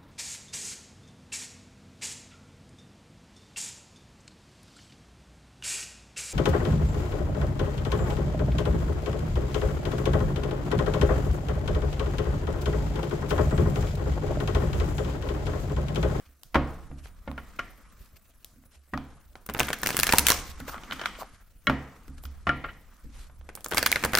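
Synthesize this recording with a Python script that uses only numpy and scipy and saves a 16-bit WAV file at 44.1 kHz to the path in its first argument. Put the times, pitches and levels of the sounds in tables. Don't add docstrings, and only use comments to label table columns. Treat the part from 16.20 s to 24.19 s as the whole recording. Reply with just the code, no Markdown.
import sys
import numpy as np
from scipy import signal
from scipy.fft import rfft, irfft, next_fast_len
from scipy.io import wavfile
from scipy.ndimage import uniform_filter1d, minimum_filter1d

SR = 44100
rng = np.random.default_rng(int(sys.argv[2]) if len(sys.argv) > 2 else 0)


def put_to_file(sound):
    columns = np.atleast_2d(sound).T
    safe = np.clip(columns, -1, 1)
    whole_steps = np.round(safe * 32767)
    wavfile.write(sys.argv[1], SR, whole_steps.astype(np.int16))


def undo_db(level):
    steps = np.asarray(level, float) / 20
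    return 10 ** steps


N = 352359

# start in seconds, slap level in dB,
# sharpness of the corner in dB, weight behind it in dB.
KNOCKS = [(0.3442, -22, -2.5, -0.5), (0.349, -25, -12, 0), (0.3553, -27.5, -2, 13.5), (0.7135, -61, -4, 19),
          (1.0763, -45, -17, 11.5), (1.1779, -35, -10, -1.5), (1.3883, -36, -16, -8),
          (1.3912, -24, -6.5, -12), (2.736, -35.5, -1.5, 8.5), (5.47, -13, -4.5, -16.5),
          (5.497, -28, 0.5, 11), (5.8802, -53.5, 11.5, 4), (6.269, -23.5, -7.5, 0.5),
          (6.292, -14.5, -11, -9), (6.441, -27.5, -24, -7), (6.4837, -34.5, -39, -17)]


def evened(x):
    return x / np.sqrt(np.mean(x ** 2) + 1e-20)


def read(points, hz):
    f, value = np.transpose(points)
    return np.interp(np.log(hz + 1), np.log(f + 1), value)


def follow(points):
    s, db = np.transpose(points)
    return undo_db(np.interp(np.arange(N) / SR, s, db, -120, -120))


def strokes(rows, steep_db):
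    t = np.arange(N) / SR
    return sum(undo_db(db - steep_db * ((t - at) * 1000 / ms) ** 2) for at, db, ms, *_ in rows)


def colour(x, points):
    hz = abs(np.fft.fftfreq(4096, 1 / SR))
    log_gain = np.log(undo_db(np.maximum(read(points, hz), -100)))
    taps = np.fft.ifft(np.exp(np.conj(signal.hilbert(log_gain)))).real[:2048]
    return signal.oaconvolve(x, taps[None] / np.linalg.norm(taps), axes=1)[:, :N]


def resonate(x, hz, width):
    turn = np.exp(2j * np.pi * np.cumsum(hz * np.ones(x.shape[-1])) / SR)
    r = np.exp(-np.pi * width / SR)
    return 2 * (turn * signal.lfilter([1 - r], [1, -r], x / turn + 1e-18)).real


def noise(points, patchy_db, flicker_db):
    frames, hz = N // 128 + 5, np.fft.rfftfreq(512, 1 / SR)
    a, b, c, d, patches = rng.standard_normal((frames, len(hz), 5)).T
    patches = uniform_filter1d(patches, size=8, axis=0)
    patches = evened(uniform_filter1d(patches, size=14, axis=1))
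    flicker = evened(uniform_filter1d(rng.standard_normal(frames), size=5))
    z = np.array([a + 1j * b, c + 1j * d]) * undo_db(patchy_db * patches + flicker_db * flicker)
    x = signal.istft(z, nperseg=512, noverlap=384)[1][:, :N]
    return evened(colour(x, points))


def contacts(rows, body, crack_hz, push_hz, rise, fizz_db, length_ms, dull_hz):
    s, slap_db, sharp_db, weight_db = np.transpose(rows)[:, :, None, None]
    crack_db, push_db = slap_db + sharp_db, slap_db + weight_db
    fizz_db = slap_db + fizz_db + 1.56 * sharp_db
    spread_db = 6.5 * np.clip(rng.standard_normal(s.shape), -2, .5)
    ms = length_ms * undo_db(spread_db - 0.41 * sharp_db)

    u = np.arange(1280) / SR / (np.maximum(ms, .3) / 1000)
    grit = rng.standard_normal((len(rows), 4, 3, u.shape[-1])).swapaxes(0, 1)
    grit = grit * np.exp(-u) * (1 - np.exp(-u / rise))
    grit = grit * (1 + 1.7 * np.exp(-u / 0.29))
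    grit[:, :, 2] = signal.unit_impulse(u.shape[-1])
    crack, fizz, slap, push = grit

    crack = signal.sosfilt(signal.butter(2, [2900, crack_hz], "band", fs=SR, output="sos"), crack)
    fizz = signal.sosfilt(signal.butter(3, [7500, 16000], "band", fs=SR, output="sos"), fizz)
    modes = [undo_db(db) * resonate(resonate(slap, hz, width), hz, 3 * width) for hz, width, db in body]
    modes[0][:, 2] *= .25
    bend = sum(modes)
    puff = resonate(resonate(push, push_hz, 1500), push_hz, 1500)
    bend, puff = signal.sosfilt(signal.butter(3, dull_hz, fs=SR, output="sos"), [bend, puff])

    levels_db = crack_db - 6.0, fizz_db + 7.0, slap_db + 0.5, push_db + 6.0
    bursts = 0
    for layer, db in zip((crack, fizz, bend, puff), levels_db):
        layer = layer / np.linalg.norm(layer, axis=-1, keepdims=True)
        bursts = bursts + undo_db(db) * layer / abs(layer[:, :1]).max(-1, keepdims=True)
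    out = np.zeros((3, N + u.shape[-1]))
    for at, burst in zip(np.round(s.ravel() * SR).astype(int) - 8, bursts):
        out[:, at:at + burst.shape[1]] += burst
    return out[:, :N]


def card_snaps():
    # start in seconds, slap level in dB, sharpness of the corner in dB,
    # weight of the card in dB.
    opening_riffle = [(3.2643, -47.5, 13, 0), (3.2896, -30.5, -1, 3.5), (3.2974, -27.5, 0.5, -5),
                      (3.3398, -41.5, -2, -15.5), (3.3487, -35.5, 5.5, 11), (3.3588, -43.5, -8.5, -1.5),
                      (3.366, -36, -1, 8), (3.374, -45, 11.5, 0.5), (3.3815, -44.5, 15, -6.5),
                      (3.3915, -22, 3, -7), (3.3962, -15.5, 7.5, -16), (3.4027, -9, -2, -11),
                      (3.4114, -24, 2, 6.5), (3.432, -33.5, 11, -11.5), (3.4704, -33.5, -8, -18.5),
                      (3.4842, -23, -5.5, -14), (3.4887, -24.5, 5.5, -6.5), (3.5034, -22.5, -2.5, -1.5),
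                      (3.5308, -17.5, 2, -18.5), (3.5868, -47.5, 14, -9.5), (3.6177, -43.5, 2, -4.5),
                      (3.6322, -21.5, 5.5, -5),
                      (3.6619, -14.5, 4, -11.5), (3.671, -21, 11, -7), (3.6897, -21.5, 5.5, -4.5),
                (3.705, -21, 5.5, -5), (3.734, -52.5, 2.5, 8.5), (3.7464, -38, 8.5, 16),
                (3.768, -17, 9, -15.5), (3.7907, -18.5, 7.5, -5), (3.7996, -20, 15, -21),
                (3.8324, -13, 6.5, -25.5), (3.8686, -13.5, 6, -14.5), (3.891, -14, -3.5, -11),
                (3.8957, -24.5, -5.5, -22), (3.912, -40.5, 16.5, 2.5), (3.925, -11.5, 5, -23.5),
                (3.9371, -18, 6, 5.5), (3.9757, -35, 13, -7), (3.9841, -11, 12, -28),
                (3.9901, -26.5, 9, -11), (4.068, -14.5, 10, -36), (4.085, -13.5, 9, -24.5),
                (4.0928, -19, 11.5, -13.5), (4.1027, -11.5, 8.5, -5.5), (4.1193, -17.5, 6.5, -21)]
    second_riffle = [(7.29, -37.5, 0.5, 1), (7.353, -47.5, 20, 5), (7.3737, -44.5, -18, 4),
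                     (7.4072, -49.5, 9.5, 3), (7.444, -44, 20.5, -2), (7.4606, -36.5, -7, 5),
                     (7.485, -61, 26, -0.5), (7.51, -43.5, 15, -13), (7.515, -26.5, 5, -3),
                     (7.5213, -20, -9, -8.5), (7.536, -27, -0.5, -1.5), (7.546, -30, 10.5, 2.5),
                     (7.565, -39, 13.5, -8), (7.5705, -19, 4.5, -11), (7.573, -11.5, -2.5, -16),
                     (7.577, -23, 3.5, -6), (7.581, -13, 4, -8.5), (7.628, -18, 7, -6),
                     (7.6627, -10.5, 5.5, -15), (7.717, -21.5, 11.5, -4.5), (7.7258, -23.5, 3, -14),
                     (7.7585, -16.5, -7, -10), (7.827, -38, 9, 7), (7.7687, -23.5, -7, -13),
                     (7.838, -14, -1.5, -9.5), (7.8485, -28, 11.5, 0.5), (7.851, -22.5, 0, 6),
                     (7.922, -54.5, 18.5, -7), (7.9339, -17.5, 0.5, -6.5), (7.9442, -15.5, -5, -7),
                     (7.9516, -11.5, 5.5, -11), (7.973, -13.5, 3, -12), (7.9854, -15, 5.5, -15)]
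    # pitch in Hz, width in Hz, level in dB.
    bending = [(1560, 620, 9.5), (2060, 310, 2.5)]
    return contacts(opening_riffle + second_riffle, bending, crack_hz=7600, push_hz=580.0,
                    rise=0.0054, fizz_db=-15.0, length_ms=4.55, dull_hz=6100)


def card_rings():
    # start in seconds, corner level in dB, corner pitch in Hz,
    # face level above the corner in dB, face pitch in Hz.
    first_riffle = [(3.2984, -27, 2950, -9, 1500), (3.3474, -31, 3490, 13, 1220),
                    (3.3904, -18.5, 3030, -18, 1950), (3.4027, -11.5, 2760, -9.5, 1510),
                    (3.4316, -15, 3020, -11.5, 1520), (3.4845, -22.5, 3080, -3, 2160),
                    (3.53, -16, 3680, -3.5, 1680), (3.6336, -25, 2580, 9.5, 1640),
                    (3.6588, -19.5, 3030, -2.5, 1354), (3.6718, -13, 2540, -11, 2190),
                    (3.705, -18, 2520, -13, 2150), (3.7698, -18, 2440, -7, 1700),
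                    (3.7978, -17, 2480, -17, 2280), (3.8325, -15.5, 4380, 10, 2060),
                    (3.8671, -14.5, 2520, -3.5, 1720), (3.8931, -11.5, 4280, -6, 2340),
                    (3.924, -5.5, 4500, 0.5, 2167), (3.9348, -18, 2530, 14, 939),
                    (3.9838, -8, 2500, -16.5, 2410), (3.9934, -6.5, 6160, -12.5, 1373),
                    (4.0677, -2.5, 2900, -18, 2150), (4.0845, -8, 8200, -7.5, 2123),
                    (4.1036, -6, 5460, -7, 1057), (4.1195, -1, 6160, -13, 1100)]
    second_riffle = [(7.446, -18.5, 6150, -15, 1460), (7.462, -19.5, 6800, -7, 1420),
                     (7.5138, -24, 5990, 4, 1610), (7.5227, -20, 3150, -7, 1340),
                     (7.5354, -18, 3240, -7, 1390), (7.5454, -26, 3200, 3, 1210),
                     (7.5734, -15.5, 2280, 5, 2200), (7.5806, -3, 4570, -11.5, 2080),
                     (7.6286, -10, 4520, -6, 1720), (7.661, -6.5, 4500, -7, 2143),
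                     (7.7172, -13, 3750, -5.5, 2250), (7.7267, -17, 2400, 14, 2230),
                     (7.7587, -12, 4140, 2.5, 2150), (7.8371, -32, 2500, -9.5, 2140),
                     (7.8468, -21, 2440, -14.5, 1220), (7.8501, -17, 3990, -6, 1590),
                     (7.9322, -24, 2510, -8, 1600), (7.9431, -20.5, 2500, 2.5, 1440),
                     (7.9519, -1.5, 4400, -9, 1730), (7.9726, -16.5, 2780, -9, 1780),
                     (7.9854, -13.5, 4350, -4, 1680)]
    rows = first_riffle + second_riffle
    t, out = np.arange(512) / SR, np.zeros((2, N + SR))
    grits = rng.standard_normal((len(rows), 2, 2, len(t)))
    for (s, db, corner_hz, face_db, face_hz), grit in zip(rows, grits):
        corner = resonate(grit[0] * np.exp(-t / 0.00095), corner_hz, corner_hz / 6)
        face = resonate(grit[1] * np.exp(-t / 0.0013), face_hz, face_hz / 9)
        ring = corner / abs(corner).max(-1, keepdims=True)
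        ring = ring + undo_db(face_db + 1.0) * face / abs(face).max(-1, keepdims=True)
        out[:, round(s * SR):][:, :len(t)] += undo_db(db - 5.5) * ring
    return out[:, :N]


def deck_knocks():
    # pitch in Hz, width in Hz, level in dB.
    wood = [(1380, 55, 17.5), (1950, 530, 8.5), (2920, 84, 8)]
    return contacts(KNOCKS, wood, crack_hz=6040, push_hz=556, rise=0.034,
                    fizz_db=-20.0, length_ms=6.9, dull_hz=4220)


def edge_ticks():
    # start in seconds, slap level in dB, sharpness in dB, weight in dB.
    catches = [(0.2334, -58, 26, 6), (0.857, -45, 2, -1), (1.115, -49, 12.5, 12), (1.9708, -68, 10, -16.5),
               (2.246, -56.5, 30.5, 9.5), (2.4383, -75, 9, 21), (2.776, -33, 2, 3), (3.1544, -45.5, 5.5, 6),
               (4.4023, -49, 20, 9), (4.4806, -50, -5, 15), (4.5431, -33.5, -2.5, -0.5),
               (4.58, -40, -15, -2), (4.635, -39, 4, -1), (4.711, -21.5, -6, -12), (4.7213, -23, -8, -14.5),
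               (4.7942, -27.5, -6, -9), (4.8136, -27.5, -2, -5), (4.837, -28, -30, -12.5),
               (4.8581, -15.5, -3.5, -24), (4.951, -40, -8, -41), (5.9811, -49, 6, -10),
               (6.0373, -54, 15, 8), (6.053, -36, 5.5, -16), (7.097, -69, -8, 16), (7.212, -56, -0.5, 7)]
    # pitch in Hz, width in Hz, level in dB.
    card_edge = [(1400, 450, 7), (2150, 570, 2.5), (2930, 440, 0)]
    return contacts(catches, card_edge, crack_hz=5950, push_hz=795, rise=0.041,
                    fizz_db=-25.0, length_ms=4.8, dull_hz=4500)


def board_rings():
    # pitch in Hz, level in dB, time to fade by 60 dB in seconds.
    upper_modes = [(599, -8.5, 0.071), (1111, 2, 0.21), (1440, 12, 0.058), (1617, 8, 0.057),
                   (1920, -3.5, 0.018), (2370, -16.5, 0.046)]
    hz, mode_db, t60 = np.transpose(upper_modes)[:, :, None]
    out, t = np.zeros(N + SR), np.arange(SR // 2) / SR
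    rings = undo_db(mode_db - 60 * t / np.clip(t60, .03, .11)) * np.sin(2 * np.pi * hz * t)
    rings = rings * (1 - np.exp(-t / 0.00174))
    places = rng.standard_normal((len(KNOCKS), len(upper_modes)))
    for (s, slap_db, *_), place in zip(KNOCKS, places):
        out[round(s * SR):][:len(t)] += undo_db(slap_db - 15.0 + 1.9 * place) @ rings
    return out[:N] * np.array([[1], [.4]])


def hard_blows():
    # pitch in Hz, level in dB, time to fade by 60 dB in seconds.
    spot_a = [(602, 2.5, 0.19), (544, 4.5, 0.23), (1016, -21, 0.25), (1100, 2.5, 0.2), (1408, 4.5, 0.087),
              (1720, -3, 0.11), (2150, -7.5, 0.19), (2250, 0.5, 0.052), (3100, -21.5, 0.12)]
    spot_b = [(433, -19, 0.077), (600, -6, 0.31), (835, -6, 0.099), (1127, -2, 0.12), (1250, 7, 0.063),
              (1362, -6, 0.094), (1680, 1, 0.065), (1896, 7.5, 0.044), (2310, -8, 0.048)]
    spot_c = [(420, -13.5, 0.21), (590, -5.5, 0.48), (1130, -10, 0.3), (1110, -16, 0.14), (1390, -8, 0.34),
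              (1880, -2.5, 0.085), (2190, 3.5, 0.058), (2960, 3, 0.03), (3270, 0, 0.039),
              (4020, -4.5, 0.043)]
    spot_d = [(707, -8, 0.19), (1328, 8, 0.057), (1202, -1.5, 0.17), (1382, 3.5, .2), (1810, -5, 0.05),
              (1940, -35, 0.071), (2270, -11, 0.15), (3070, -48, 0.12)]
    # start in seconds, level in dB.
    hits = [(0.3556, -27.5), (1.0741, -48), (1.3909, -39), (2.7366, -34), (5.471, -21.5), (6.2686, -28),
            (6.293, -25.5), (6.4405, -40)]
    places = spot_a, spot_a, spot_d, spot_b, spot_c, spot_d, spot_d, spot_d
    out, t = np.zeros(N + SR), np.arange(SR // 2) / SR
    for (s, db), modes in zip(hits, places):
        hz, mode_db, t60 = np.transpose(modes)[:, :, None]
        rings = undo_db(mode_db - 60 * t / np.clip(t60, .025, .18)) * np.sin(2 * np.pi * hz * t)
        out[round(s * SR):][:len(t)] += undo_db(db) * rings.sum(0) * (1 - np.exp(-t / 0.0014))
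    return out[:N] * np.array([[1], [.4]])


def table_boom():
    # pitch in Hz, level in dB, time to fade by 60 dB in seconds.
    low_modes = [(69.1, -1, 0.54), (138.8, -13, 0.44), (192.4, -12, 0.15), (211, -8.5, 0.18),
                 (226.3, -11.5, 0.33), (262.5, -11, 0.35), (292, -13.5, 0.32), (329, -25.5, 0.45),
                 (490, -13.5, 0.071), (527, -27, 0.12)]
    # start in seconds, boom level in dB, overtones above the boom in dB.
    thumps = [(0.061, -46.5, -11), (0.355, -18, 7.5), (0.702, -36, 6.5), (1.074, -29, 5.5), (1.39, -47, 5),
              (2.36, -54, 11), (2.56, -45, -20.5), (2.732, -31.5, 11.5), (3.053, -47, -8), (3.29, -37, 8.5),
              (3.4, -31.5, 6.5), (3.628, -48, 18), (3.772, -32.5, 7), (3.866, -29, -1), (3.982, -26.5, 5),
              (4.071, -37, -28), (4.271, -38.5, -31), (4.397, -36.5, 8), (4.708, -48.5, 16.5),
              (5.476, -25.5, 14), (5.88, -35, 3), (6.048, -28.5, -13), (6.269, -28, 10.5),
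              (6.842, -51, 13.5), (7.19, -37.5, -15), (7.526, -39, 1), (7.658, -36.5, -2),
              (7.835, -30.5, 7.5), (7.948, -43, -3)]
    hz, mode_db, t60 = np.transpose(low_modes)[:, :, None]
    out, t = np.zeros(N + SR), np.arange(SR) / SR
    rings = undo_db(mode_db - 60 * t / t60) * np.sin(2 * np.pi * hz * t) * (1 - np.exp(-t / 0.0074))
    for s, db, overtone_db in thumps:
        place_db = overtone_db - 0.5 + 2.0 * rng.standard_normal(len(low_modes))
        out[round(s * SR):][:SR] += undo_db(db + (hz[:, 0] > 100) * place_db) @ rings
    return out[:N] * np.array([[.85], [-.45]])


def sliding_cards(bright):
    # time in seconds, effort in dB.
    slide = [(0, -60), (.27, -81), (.48, -54.5), (.89, -69), (1.24, -59.5), (1.5, -57.5), (1.96, -71),
             (2.72, -77), (2.91, -59.5), (3.22, -85.5), (4.27, -59.5), (4.9, -48.5), (5.4, -76.5),
             (5.63, -57.5), (5.9, -64.5), (6.43, -63.5), (6.7, -64), (7.4, -73)]
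    # time in seconds, drag in dB.
    drags = [
        [(3.25, -102), (3.45, -42.5), (3.55, -56), (3.71, -40.5), (3.96, -38.5), (4.16, -35.5), (4.27, -57.5),
         (4.6, -68), (5.2, -81)],
        [(7.4, -100), (7.54, -57), (7.62, -45.5), (7.72, -43.5), (7.83, -46), (7.99, -57)],
        [(4.69, -74.5), (4.73, -49.5), (4.9, -79), (5.1, -70)],
    ]
    # middle in seconds, level in dB, length in ms, gap pitch in Hz.
    scrapes = [(1.45, -56, 66, 1950), (4.411, -45, 13, 1490), (4.496, -42, 9.3, 1190),
               (4.55, -41, 49, 1200), (4.718, -36, 28, 1420), (4.84, -42.5, 77, 1500),
               (4.99, -46.5, 6.4, 450), (5.004, -47, 9, 1460), (5.025, -38, 15.2, 750),
               (5.047, -45.5, 15, 720)]
    # frequency in Hz, level in dB per Hz.
    scuff_colour = [(120, -34), (200, 3.5), (436, -14), (465, -8.5), (762, -10), (1020, -7), (1190, -2),
                    (2770, -17.5), (9000, -24), (11700, -69.5)]
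    t = np.arange(N) / SR
    slide_db = np.interp(t, *np.transpose(slide))
    drag = sum(follow(curve) for curve in drags)
    hiss = undo_db(-52.5 + 0.3 * slide_db) + drag
    scuff = undo_db(slide_db) + undo_db(-7) * drag
    grain = noise(scuff_colour, 2.0, 2.0)
    s, *_, gap_hz = np.transpose(scrapes)
    gap = np.interp(t, s, gap_hz)
    scrape = strokes(scrapes, 20.0) * evened(resonate(resonate(bright, gap, 420), gap, 900))
    dull = evened(signal.lfilter(*signal.butter(2, 7000, fs=SR), bright))
    jerks = evened(uniform_filter1d(rng.standard_normal(N), size=260))
    stutter = evened(undo_db(3.0 * jerks))
    return stutter * (hiss * dull + scrape) + scuff * grain


def swishes_and_flicks(bright):
    # middle in seconds, level in dB, length in ms.
    swishes = [(0.062, -72, 60), (0.792, -53, 13), (0.859, -57.5, 43), (1.82, -63, 57), (1.969, -54.5, 13),
               (2.548, -60.5, 46), (4.289, -48.5, 39), (4.502, -48, 55), (5.005, -47.5, 30),
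               (5.425, -68, 13), (5.984, -58, 14), (6.992, -54.5, 97)]
    flicks = [(2.2487, -44, 1.2), (3.2645, -42.5, 3.2), (3.339, -36.5, 1.7), (3.4712, -30, 1.2),
              (3.618, -36, 2.2), (6.039, -46, 1.5), (6.044, -48, 18)]
    skin = evened(signal.lfilter(*signal.butter(1, 5000, fs=SR), bright))
    whip = evened(np.gradient(bright, axis=1))
    return strokes(swishes, 21.4) * skin + strokes(flicks, 8.4) * whip


def rubbing():
    # frequency in Hz, level in dB per Hz.
    rub_colour = [(1470, -6), (2500, -3.5), (3510, -6.5), (6200, -5.5), (10800, -5), (12300, 1.5),
                  (15200, 8.5), (16500, -62)]
    bright = noise(rub_colour, 2.0, 3.2)
    return sliding_cards(bright) + swishes_and_flicks(bright)


def leaning_arms():
    # time in seconds, weight in dB.
    lean = [(0.0, -59), (0.27, -89), (0.35, -41.5), (1.76, -55.5), (2.69, -69.5), (2.74, -50), (3.25, -59),
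            (4.05, -41.5), (5.27, -58), (5.54, -59), (5.7, -83), (5.87, -48.5), (6.34, -44), (6.81, -59.5),
            (6.85, -41.5), (7.37, -55), (7.59, -50), (7.99, -53.5)]
    sway = resonate(resonate(rng.standard_normal((2, N)), 28, 45), 28, 45)
    return follow(lean) * evened(sway)


def wall_echo(snaps):
    delay = round(0.0062 * SR)
    scatter = rng.standard_normal((2, 256)) * np.hanning(256)
    scatter = scatter / np.linalg.norm(scatter[0])
    out = np.zeros((2, N))
    out[:, delay:] = undo_db(-9.5) * signal.oaconvolve(snaps[1::-1], scatter, axes=1)[:, :N - delay]
    return out


def room(x):
    # frequency in Hz, time to fade by 60 dB in seconds.
    fading = [(60, 0.92), (160, 0.93), (420, 0.51), (1100, 0.65), (2910, 0.51), (7680, 0.5), (14000, 0.15)]
    tone = [(200, 2.5), (1800, 2.0), (2200, -3.0), (2650, -3.0), (3100, -2.0), (6000, 1.5), (14000, 3.0)]  # Hz, dB
    taps = np.zeros((2, SR))
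    at = np.arange(300, SR - 20, 20) + rng.integers(0, 20, (2, (SR - 301) // 20))
    np.put_along_axis(taps, at, rng.choice([-1., 1.], at.shape), 1)
    hz, t, z = signal.stft(taps, SR, nperseg=256)
    z = z * undo_db(-60 * t / read(fading, hz)[:, None] + read(tone, hz)[:, None])
    tail = signal.istft(z, SR, nperseg=256)[1]
    return signal.fftconvolve(x[None], tail / np.linalg.norm(tail[0]), axes=1)[:, :N]


def still_air():
    # frequency in Hz, level in dB per Hz.
    air_colour = [(12, -21), (20, 5), (51, -2.5), (465, -24), (670, -22), (939, -46.5), (1390, -28),
                  (3330, -43), (11500, -31), (15750, -30.5), (16500, -47.5)]
    return undo_db(-60) * noise(air_colour, 4.1, 3.1)


def scene():
    # frequency in Hz, level in dB.
    apart = [(60, -10), (200, -14), (500, -15), (1300, -12), (2400, -6.5), (5000, -6), (9000, -1),
             (11500, -5), (13000, -13), (16000, -13)]
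    snaps, rings = card_snaps(), card_rings()
    knocks, ticks = deck_knocks(), edge_ticks()
    to_walls = undo_db(-11.0) * snaps[2] + undo_db(-10.0) * knocks[2] + undo_db(-9.0) * ticks[2]
    wet = room(to_walls + undo_db(-14.5) * rings[0]) + wall_echo(snaps)
    cards = snaps[:2] + rings + ticks[:2] + rubbing()
    wood = knocks[:2] + board_rings() + hard_blows() + table_boom() + leaning_arms()
    shared, other = cards + wood + wet + still_air()
    size = next_fast_len(N)
    gain = undo_db(read(apart, np.fft.rfftfreq(size, 1 / SR)))
    other = irfft(rfft(other, size) * gain, size)[:N]
    return np.array([shared + other, shared - other])


def band_limit(x):
    return signal.sosfilt(signal.butter(12, 16800, fs=SR, output="sos"), x)


def record(dry):
    # start in seconds, end in seconds.
    dulled = [(.66, .88), (1.63, 1.72), (2.52, 2.63), (2.87, 3.0), (4.03, 4.055), (4.33, 4.38), (5.05, 5.2),
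              (5.9, 6.03), (6.075, 6.11), (6.195, 6.34), (6.53, 6.57), (6.86, 7.17), (7.2, 7.33),
              (7.685, 7.71)]
    edge_hz = 15900
    t = np.arange(N) / SR
    dry = signal.oaconvolve(dry, signal.firwin(401, 16800, window=("kaiser", 8), fs=SR)[None], "same")
    lost = uniform_filter1d(sum((t > a) & (t < b) for a, b in dulled) * 1., size=512)
    top_taps = signal.firwin(401, [12100, edge_hz], pass_zero=False, fs=SR)
    top = signal.oaconvolve(dry, top_taps[None], "same")
    edge_taps = signal.firwin(401, edge_hz, pass_zero=False, fs=SR)
    edge = signal.oaconvolve(dry, edge_taps[None], "same")
    power = (top ** 2).mean(0)
    usual = uniform_filter1d(power, size=4096)
    calm = uniform_filter1d(power, size=64) < undo_db(19) * usual + 3e-6
    calm = uniform_filter1d(minimum_filter1d(calm * 1., size=256), size=64)
    return band_limit(np.clip(dry - lost * top - calm * edge, -1, 1))


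dry = scene()
out = record(dry)
put_to_file(out)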